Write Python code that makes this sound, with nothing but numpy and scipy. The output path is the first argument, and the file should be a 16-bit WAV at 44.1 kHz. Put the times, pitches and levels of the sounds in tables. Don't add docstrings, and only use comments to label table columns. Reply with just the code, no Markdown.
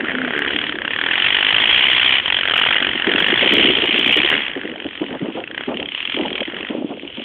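import sys
import numpy as np
from scipy import signal
from scipy.fft import rfft, irfft, next_fast_len
from scipy.io import wavfile
from scipy.ndimage import uniform_filter1d, minimum_filter1d, map_coordinates

SR = 44100
rng = np.random.default_rng(int(sys.argv[2]) if len(sys.argv) > 2 else 0)


def field_ratio(decibels):
    return 10 ** (np.asarray(decibels, dtype=float) / 20)


def transcribe(signal):
    frames = np.atleast_2d(signal).T
    limited = np.clip(frames, -1, 1)
    pcm = np.round(limited * 32767).astype(np.int16)
    wavfile.write(sys.argv[1], SR, pcm)


N = 319475
NEAR_DB = -14


def along(points, hz):
    f, v = np.transpose(points)
    return np.interp(np.log(hz + 1), np.log(f + 1), v)


def unit(x):
    return x / np.sqrt(np.mean(x ** 2, axis=-1, keepdims=True) + 1e-20)


def curves(rows):
    s, *cols = np.transpose(rows)
    return [np.interp(np.arange(N) / SR, s, c) for c in cols]


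def wobble(rate_hz):
    knots = rng.standard_normal(int(N * rate_hz / SR) + 4)
    return map_coordinates(knots, [np.arange(N) * rate_hz / SR])


def coloured(x, points):
    m = next_fast_len(N + 8192)
    gain = field_ratio(along(points, np.fft.rfftfreq(m, 1 / SR)))
    return irfft(rfft(x, m) * gain, m)[:N]


def resonance(f, hz, width_hz):
    return 1j * f * width_hz / (hz * hz - f * f + 1j * f * width_hz)


def laid(starts, rows):
    at = starts[:, None] + np.arange(rows.shape[1])
    return np.bincount(at.ravel(), rows.ravel(), N + SR)[:N]


def riders():
    # start_s, firing_hz
    launch = [(0.0, 22.4), (0.1, 30.2), (0.15, 29.1), (0.33, 35.8), (0.48, 34.5), (0.63, 39.3),
              (0.77, 30.4)]
    # start_s, firing_hz
    climb = [(1.28, 49.4), (1.33, 47.6), (1.7, 56.1), (1.85, 68.5), (1.93, 59.7), (2.21, 68.1)]
    # start_s, firing_hz
    chase = [(2.25, 46.1), (2.46, 45.9), (2.65, 55.1), (2.77, 52.9), (2.83, 44.4), (2.93, 47.4),
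             (3.05, 41.7)]
    # start_s, firing_hz
    charge = [(3.21, 47.5), (3.56, 67.9), (3.63, 66.7), (3.83, 56.0), (4.04, 60.4), (4.24, 67.7),
              (4.33, 80.9)]
    # start_s, firing_hz
    coast = [
        (4.44, 67.2),
        (4.55, 49.9),
        (4.9, 45.7),
        (5.34, 46.0),
    ]
    # start_s, firing_hz
    leaving = [(5.39, 28.4), (5.49, 26.6), (5.67, 38.5), (5.92, 32.0), (6.07, 44.4), (6.24, 43.6),
               (6.35, 39.1), (6.6, 47.2), (6.72, 55.9)]
    # start_s, firing_hz
    last = [(6.9, 34.0), (6.98, 35.1), (7.07, 39.3), (7.14, 42.6), (7.24, 44.2)]
    rasp_db, dull_db, wet_db = exhaust()

    first_turns = [0.84, 0.62, 0.63, 0.64]
    pulls = [launch + climb, chase + charge + coast, leaving, last]
    shafts = [crank(pull, turn) for pull, turn in zip(pulls, first_turns)]
    firing_hz = sum(rate for rate, _ in shafts)
    bark_hz = 1812 - 11.5 * dull_db + 5.4 * (firing_hz - 45)
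    body_db = -7.5 + 0.68 * dull_db
    voice = [rasp_db, dull_db, body_db, bark_hz]
    direct = sum(cracks(shaft, voice, db) for shaft, db in zip(shafts, [1.2, 1.2, 1.3, 2]))

    roar_db = -4 + 0.3033 * (NEAR_DB - rasp_db) + wet_db
    m = next_fast_len(N)
    f = np.fft.rfftfreq(m, 1 / SR)

    def swaying_band(response):
        noise = irfft(rfft(rng.standard_normal(m)) * response, m)[:N]
        return unit(noise) * field_ratio(2.2 * wobble(25))

    roar = swaying_band(resonance(f, 3130, 1200))
    roar = roar + field_ratio(dull_db) * swaying_band(resonance(f, 1903, 1900) ** 2)
    roar = roar + field_ratio(body_db) * swaying_band(resonance(f, 900, 1400))
    return field_ratio(1.18) * direct + field_ratio(rasp_db + roar_db) * roar


def exhaust():
    # start_s, rasp_db, dull_db, extra_roar_db
    turning = [(0, -35, 5, -5), (.22, -38, 9.5, -4.5), (.42, -31.5, 6.5, -5.5), (.52, -23.5, -7.5, -2),
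               (.68, -27, -6, -1.5), (.78, -31.5, 1.5, -8)]
    # start_s, rasp_db, dull_db, extra_roar_db
    climbing = [(.9, -24.5, -2, -8), (1.08, -22.5, 0.5, -4), (1.18, -16, -8, -3.5), (1.5, -15, -8.5, -1.5),
                (1.7, -11.5, -11.5, -2), (1.85, -12, -14.5, -1.5), (2.05, -12.5, -11, -2),
                (2.18, -15.5, -11, -4), (2.21, -16.5, -5.5, -8.5), (2.23, -25, -5, -1.5)]
    # start_s, rasp_db, dull_db, extra_roar_db
    chasing = [(2.27, -15, -11.5, -7.5), (2.359, -14.5, -10, -10), (2.459, -22.5, -3, -5),
               (2.58, -17.5, -13, -4), (2.75, -18, -5, -6), (3.0, -27, -1.5, -0.5)]
    # start_s, rasp_db, dull_db, extra_roar_db
    charging = [(3.08, -20.5, -0.5, -6.5), (3.2, -14, -6.5, -4), (3.3, -17, -2.5, -3.5),
                (3.45, -15.5, -11.5, 0.5), (3.58, -11.5, -19, -0.5), (3.7, -14, -22.5, -2),
                (3.78, -19, -13.5, -2)]
    # start_s, rasp_db, dull_db, extra_roar_db
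    cutting = [(4.0, -17, -15.5, -1), (4.1, -11.5, -22, -7.5), (4.261, -14.5, -12, -7),
               (4.33, -19, 2.5, -4.5), (4.369, -21, -5, -2), (4.4, -28.5, -3, -0.5),
               (4.48, -28.5, -5, -1.5)]
    # start_s, rasp_db, dull_db, extra_roar_db
    coasting = [(4.559, -37, 1, -5), (4.8, -36.5, -5.5, -4.5), (5.05, -34, -9.5, -6), (5.15, -41, 0.5, -5),
                (5.34, -46, -7.5, 4)]
    # start_s, rasp_db, dull_db, extra_roar_db
    exiting = [(5.41, -36, -9, -6), (5.52, -37, -1.5, -8.5), (5.6, -32, 2.5, -7.5), (5.71, -44, -4.5, 0.5),
               (5.78, -26.5, -16, -5), (5.88, -32, -22, -6), (5.981, -28, -14.5, -0.5)]
    # start_s, rasp_db, dull_db, extra_roar_db
    fading = [(6.08, -24, -29.5, -2), (6.25, -31, -13.5, -0.5), (6.41, -25.5, -22.5, -8.5),
              (6.501, -35, 0.5, -4.5), (6.68, -32.5, -4, -4.5), (6.73, -46, -6, 1),
              (6.85, -47.5, -17.5, -1), (7.0, -41, -27, -3), (7.24, -36.5, -25.5, 1.5)]
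    early = turning + climbing + chasing + charging
    late = cutting + coasting + exiting + fading
    return curves(sorted(early + late))


def crank(pull, first_turn):
    t = np.arange(N) / SR
    rate = curves(pull)[0] * (t >= pull[0][0]) * (t <= pull[-1][0])
    return rate, first_turn + np.cumsum(rate) / SR


def cracks(shaft, voice, scatter_db):
    rate, turns = shaft
    at = np.flatnonzero(np.diff(np.floor(turns)))
    rasp_db, bark_db, body_db, bark_hz = (v[at, None] for v in voice)
    luck = 2 * np.tanh(rng.standard_normal((len(at), 9)) / 2)
    t, f = np.arange(1024) / SR, np.fft.rfftfreq(2048, 1 / SR)
    noise = rng.standard_normal((len(at), len(t)))

    front = -np.exp(-t / 0.000095)
    snap = 2.94 * front + noise * np.exp(-t / 0.0013)
    drag_ms = np.clip(5.8 + 0.13 * (rasp_db - NEAR_DB), 1, 10)
    drag_s = drag_ms / 1000 * np.exp(0.44 * luck[:, :1])
    fizz = noise * (1 - np.exp(-t / 0.0004)) * np.exp(-(t / drag_s) ** 1.7)

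    rasp_hz = (3042 + 5.5 * (rasp_db - NEAR_DB)) * np.exp(0.064 * luck[:, 8:])
    rasp = resonance(f, rasp_hz, 320) + 0.4 * resonance(f, 2460, 480)
    bark = resonance(f, bark_hz * np.exp(0.06 * luck[:, 1:2]), 700) ** 2
    body = resonance(f, 1100, 1400)
    thud = resonance(f, 380, 410)
    parts = [(fizz + 0.5 * snap, rasp, 0),
             (snap + 0.81 * fizz, bark, bark_db),
             (snap + 0.64 * fizz, body, body_db),
             (front + 0 * noise, thud, -10.5 + 1.5 * bark_db)]
    rows = 0
    for k, (source, response, db) in enumerate(parts):
        ring = irfft(rfft(source, 2048) * response)[:, :len(t)]
        rows = rows + unit(ring) * field_ratio(db + 2 * luck[:, 2 + k, None])

    share = np.sqrt(SR / len(t) / rate[at, None])
    late = np.round(0.0004 * SR * luck[:, 7]).astype(int)
    level = field_ratio(rasp_db + scatter_db * luck[:, 6:7])
    return laid(np.maximum(at + late, 0), rows * share * level)


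def rival():
    # start_s, firing_hz
    pull = [
        (2.48, 37.5),
        (2.59, 39),
        (2.665, 41.5),
        (2.76, 45),
    ]
    flat = np.ones(N)
    voice = [-21.5 * flat, -3 * flat, -5 * flat, 1450 * flat]
    return cracks(crank(pull, 0.85), voice, scatter_db=1.5)


def leader():
    # start_s, firing_hz
    pull = [(0.0, 73.8), (0.09, 78.3), (0.19, 86.8), (0.28, 81.6), (0.37, 74.0), (0.46, 69.4), (0.56, 72.8),
            (0.65, 79.8)]
    # start_s, rasp_db, low_drone_db, upper_drone_db
    away = [(0, -38, -33, -40.5), (.1, -28.5, -41, -37), (.14, -44, -19, -55.5), (.3, -39, -21.5, -46),
            (.36, -32, -48, -26), (.53, -30.5, -45, -30.5), (.58, -40.5, -35, -29.5),
            (.66, -32.5, -63, -63)]
    # multiple, level_db
    orders = [(2, -18), (3, -3), (4, -1), (5, -3.5), (6, -2.5), (7, -9)]
    rasp_db, low_db, upper_db = curves(away)
    rate, turns = crank(pull, 0.72)
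    drone = 0
    for k, db in orders:
        drone_db = upper_db if k > 3 else low_db
        drone = drone + field_ratio(db + drone_db + 1.2 * wobble(12)) * np.sin(2 * np.pi * k * turns)
    flat = np.ones(N)
    voice = [rasp_db, 2.8 * flat, -8 * flat, 1700 * flat]
    return cracks((rate, turns), voice, scatter_db=3.5) + drone * (rate > 0)


def wind():
    # start_s, swing_db
    lumps = [(0, 3.5), (2.7, 2), (3, 6), (4.4, 4), (7.24, 4.5)]
    # freq_hz, density_db_per_hz
    buffet_colour = [(76, -51), (130, -26.5), (243, 3.5), (354, 1.5), (682, -15), (1220, -31.5),
                     (1500, -31), (1950, -63.5), (3300, -120)]
    # freq_hz, density_db_per_hz
    tear_colour = [(250, -37.5), (500, 4), (900, -6.5), (1400, -15.5), (2500, -59.5)]
    # freq_hz, density_db_per_hz
    rumble_colour = [(15, -34), (30, -19), (60, -8), (120, -8.5), (170, -12), (300, -47)]
    # start_s, peak_db, ring_hz
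    strikes = [(2.818, -19, 275), (2.878, -20, 323), (3.075, -12, 299), (3.15, -11, 288), (3.328, -7, 350),
               (3.43, -12, 506), (3.53, -9, 361), (3.571, -10, 423), (3.661, -12, 366), (3.683, -9, 310),
               (3.834, -10, 350), (3.989, -12, 363), (4.065, -14, 283), (4.165, -11, 404),
               (4.248, -12, 347), (4.567, -16, 283), (4.858, -14, 328), (5.016, -8, 318), (5.222, -10, 253),
               (5.285, -16, 301), (5.682, -9, 240), (6.145, -20, 266), (6.173, -13, 345), (6.224, -12, 296),
               (6.252, -18, 850), (6.481, -17, 320), (6.706, -11, 310), (6.846, -9, 293), (7.033, -21, 296),
               (7.182, -19, 242)]
    gust_db = gusting()
    uneven_db = curves(lumps)[0]

    rush = unit(field_ratio(uneven_db * wobble(45)) * coloured(rng.standard_normal(N), buffet_colour))
    when_s = rng.random((800, 1)) * (N - 1) / SR
    luck = rng.standard_normal((800, 2))
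    size_db = 1.09 * uneven_db[(when_s * SR).astype(int)] * luck[:, :1]
    eddies = unit(thumps(when_s, size_db, 330 * np.exp(0.28 * luck[:, 1:]), decay_s=0.0038))
    buffet = field_ratio(gust_db - 6.5) * (rush + 1.04 * eddies)

    tear = unit(field_ratio(4 * wobble(60)) * coloured(rng.standard_normal(N), tear_colour))
    tear_db = -36 + 1.5 * (gust_db + 21)

    rumble = unit(field_ratio(3 * wobble(26)) * coloured(rng.standard_normal(N), rumble_colour))
    rumble_db = -43.5 + 0.36 * (gust_db + 28) + 0.41 * (exhaust()[0] + 24)

    s, db, hz = np.transpose(strikes)[:, :, None]
    strong = thumps(s, db + 6.0, hz, decay_s=0.0052)
    return buffet + field_ratio(tear_db) * tear + field_ratio(rumble_db) * rumble + strong


def gusting():
    # start_s, level_db
    breeze = [(0, -21), (.4, -27), (.65, -25), (1.2, -34), (1.7, -30), (2.2, -34.5), (3, -34), (4.3, -45.5),
              (4.45, -34), (5.4, -37.5), (6.1, -41), (7.24, -37.5)]
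    # start_s, length_s, level_db
    gusts = [(2.799, 0.17, -27), (3.064, .34, -20.5), (3.429, 0.48, -14), (3.821, 0.023, -16),
             (3.903, 0.13, -18.5), (4.066, 0.052, -17), (4.178, 0.025, -17.5), (4.241, 0.0069, -19),
             (4.317, .07, -21), (4.516, 0.013, -30.5), (4.563, 0.017, -20.5), (4.63, .22, -27),
             (4.852, 0.014, -19.5), (5.011, 0.04, -21), (5.088, .085, -20), (5.225, .04, -16),
             (5.284, 0.027, -19.5), (5.352, 0.069, -19.5), (5.492, 0.24, -32.5), (5.687, 0.063, -15),
             (5.768, 0.11, -21.5), (6.17, 0.11, -17), (6.303, 0.12, -20.5), (6.48, .02, -26),
             (6.536, .1, -26.5), (6.705, 0.046, -17.5), (6.77, .12, -22.5), (6.892, 0.066, -21),
             (7.026, 0.08, -26.5), (7.176, .04, -24.5)]
    rise_db_per_s, sag_db_per_s, fall_db_per_s = 903.5, 16.5, 588.5
    t = np.arange(N) / SR
    strength_db = curves(breeze)[0]
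    for s, length_s, db in gusts:
        rise = rise_db_per_s * np.maximum(s - t, 0)
        sag = sag_db_per_s * np.clip(t - s, 0, length_s)
        fall = fall_db_per_s * np.maximum(t - s - length_s, 0)
        strength_db = np.maximum(strength_db, db - rise - sag - fall)
    return strength_db


def thumps(s, db, hz, decay_s):
    # freq_hz, gain_db
    port = [(60, -28.5), (130, -10), (220, -1.5)]
    t = np.arange(1200) / SR
    envelope = (1 - np.exp(-t / 0.0006)) * np.exp(-t / decay_s)
    rings = field_ratio(db) * np.sin(2 * np.pi * hz * t) * envelope
    return coloured(laid((s[:, 0] * SR).astype(int), rings), port)


def scene():
    return (riders() + rival() + leader() + wind())[None]


def band_limit(x):
    return signal.sosfilt(signal.butter(12, 15850, fs=SR, output="sos"), x)


def record(dry):
    # freq_hz, gain_db
    mic = [(20, -10), (100, -3.5), (3300, 0.5), (3500, -7.5), (3900, -6), (4300, -12.5), (4600, -22),
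           (4800, -43), (5200, -89)]
    # start_s, peak_db
    overloads = [(0.3914, -26.5), (1.6198, -45), (1.6727, -43.5), (1.778, -38), (1.932, -41.5),
                 (2.0413, -52.5), (2.0447, -55.5), (2.0623, -51.5), (2.0937, -34), (2.2785, -49),
                 (2.559, -47.5), (2.575, -27.5), (2.5965, -31), (3.2018, -28.5), (3.2835, -35),
                 (3.5379, -12.5), (3.5722, -29.5), (3.6124, -51.5), (3.69, -59), (3.854, -47),
                 (3.859, -38.5), (3.9925, -24), (4.0648, -29), (4.0811, -24.5), (4.124, -28.5),
                 (4.1229, -34.5), (4.1682, -44), (4.17, -20.5), (4.299, -23), (7.2432, -38)]
    ceiling = 0.7
    heard = coloured(dry[0], [(3500, 0), (3800, -12), (6000, -30)])
    size = np.abs(signal.hilbert(heard, next_fast_len(N))[:N])
    gain = (1 + (size / ceiling) ** 5) ** (-1 / 5)
    gain = uniform_filter1d(minimum_filter1d(gain, size=31), size=31)
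    held = coloured(heard * gain, mic)

    s, db = np.transpose(overloads)
    peaks = field_ratio(0.62 * db - 5.0) * rng.choice([-1, 1], len(s))
    ticks = np.bincount((s * SR).astype(int), peaks, N)[:N]
    mix = held + coloured(ticks, [(5000, 6), (9000, 0), (15000, -2)])
    return band_limit(mix[None])


dry = scene()
out = record(dry)
transcribe(out)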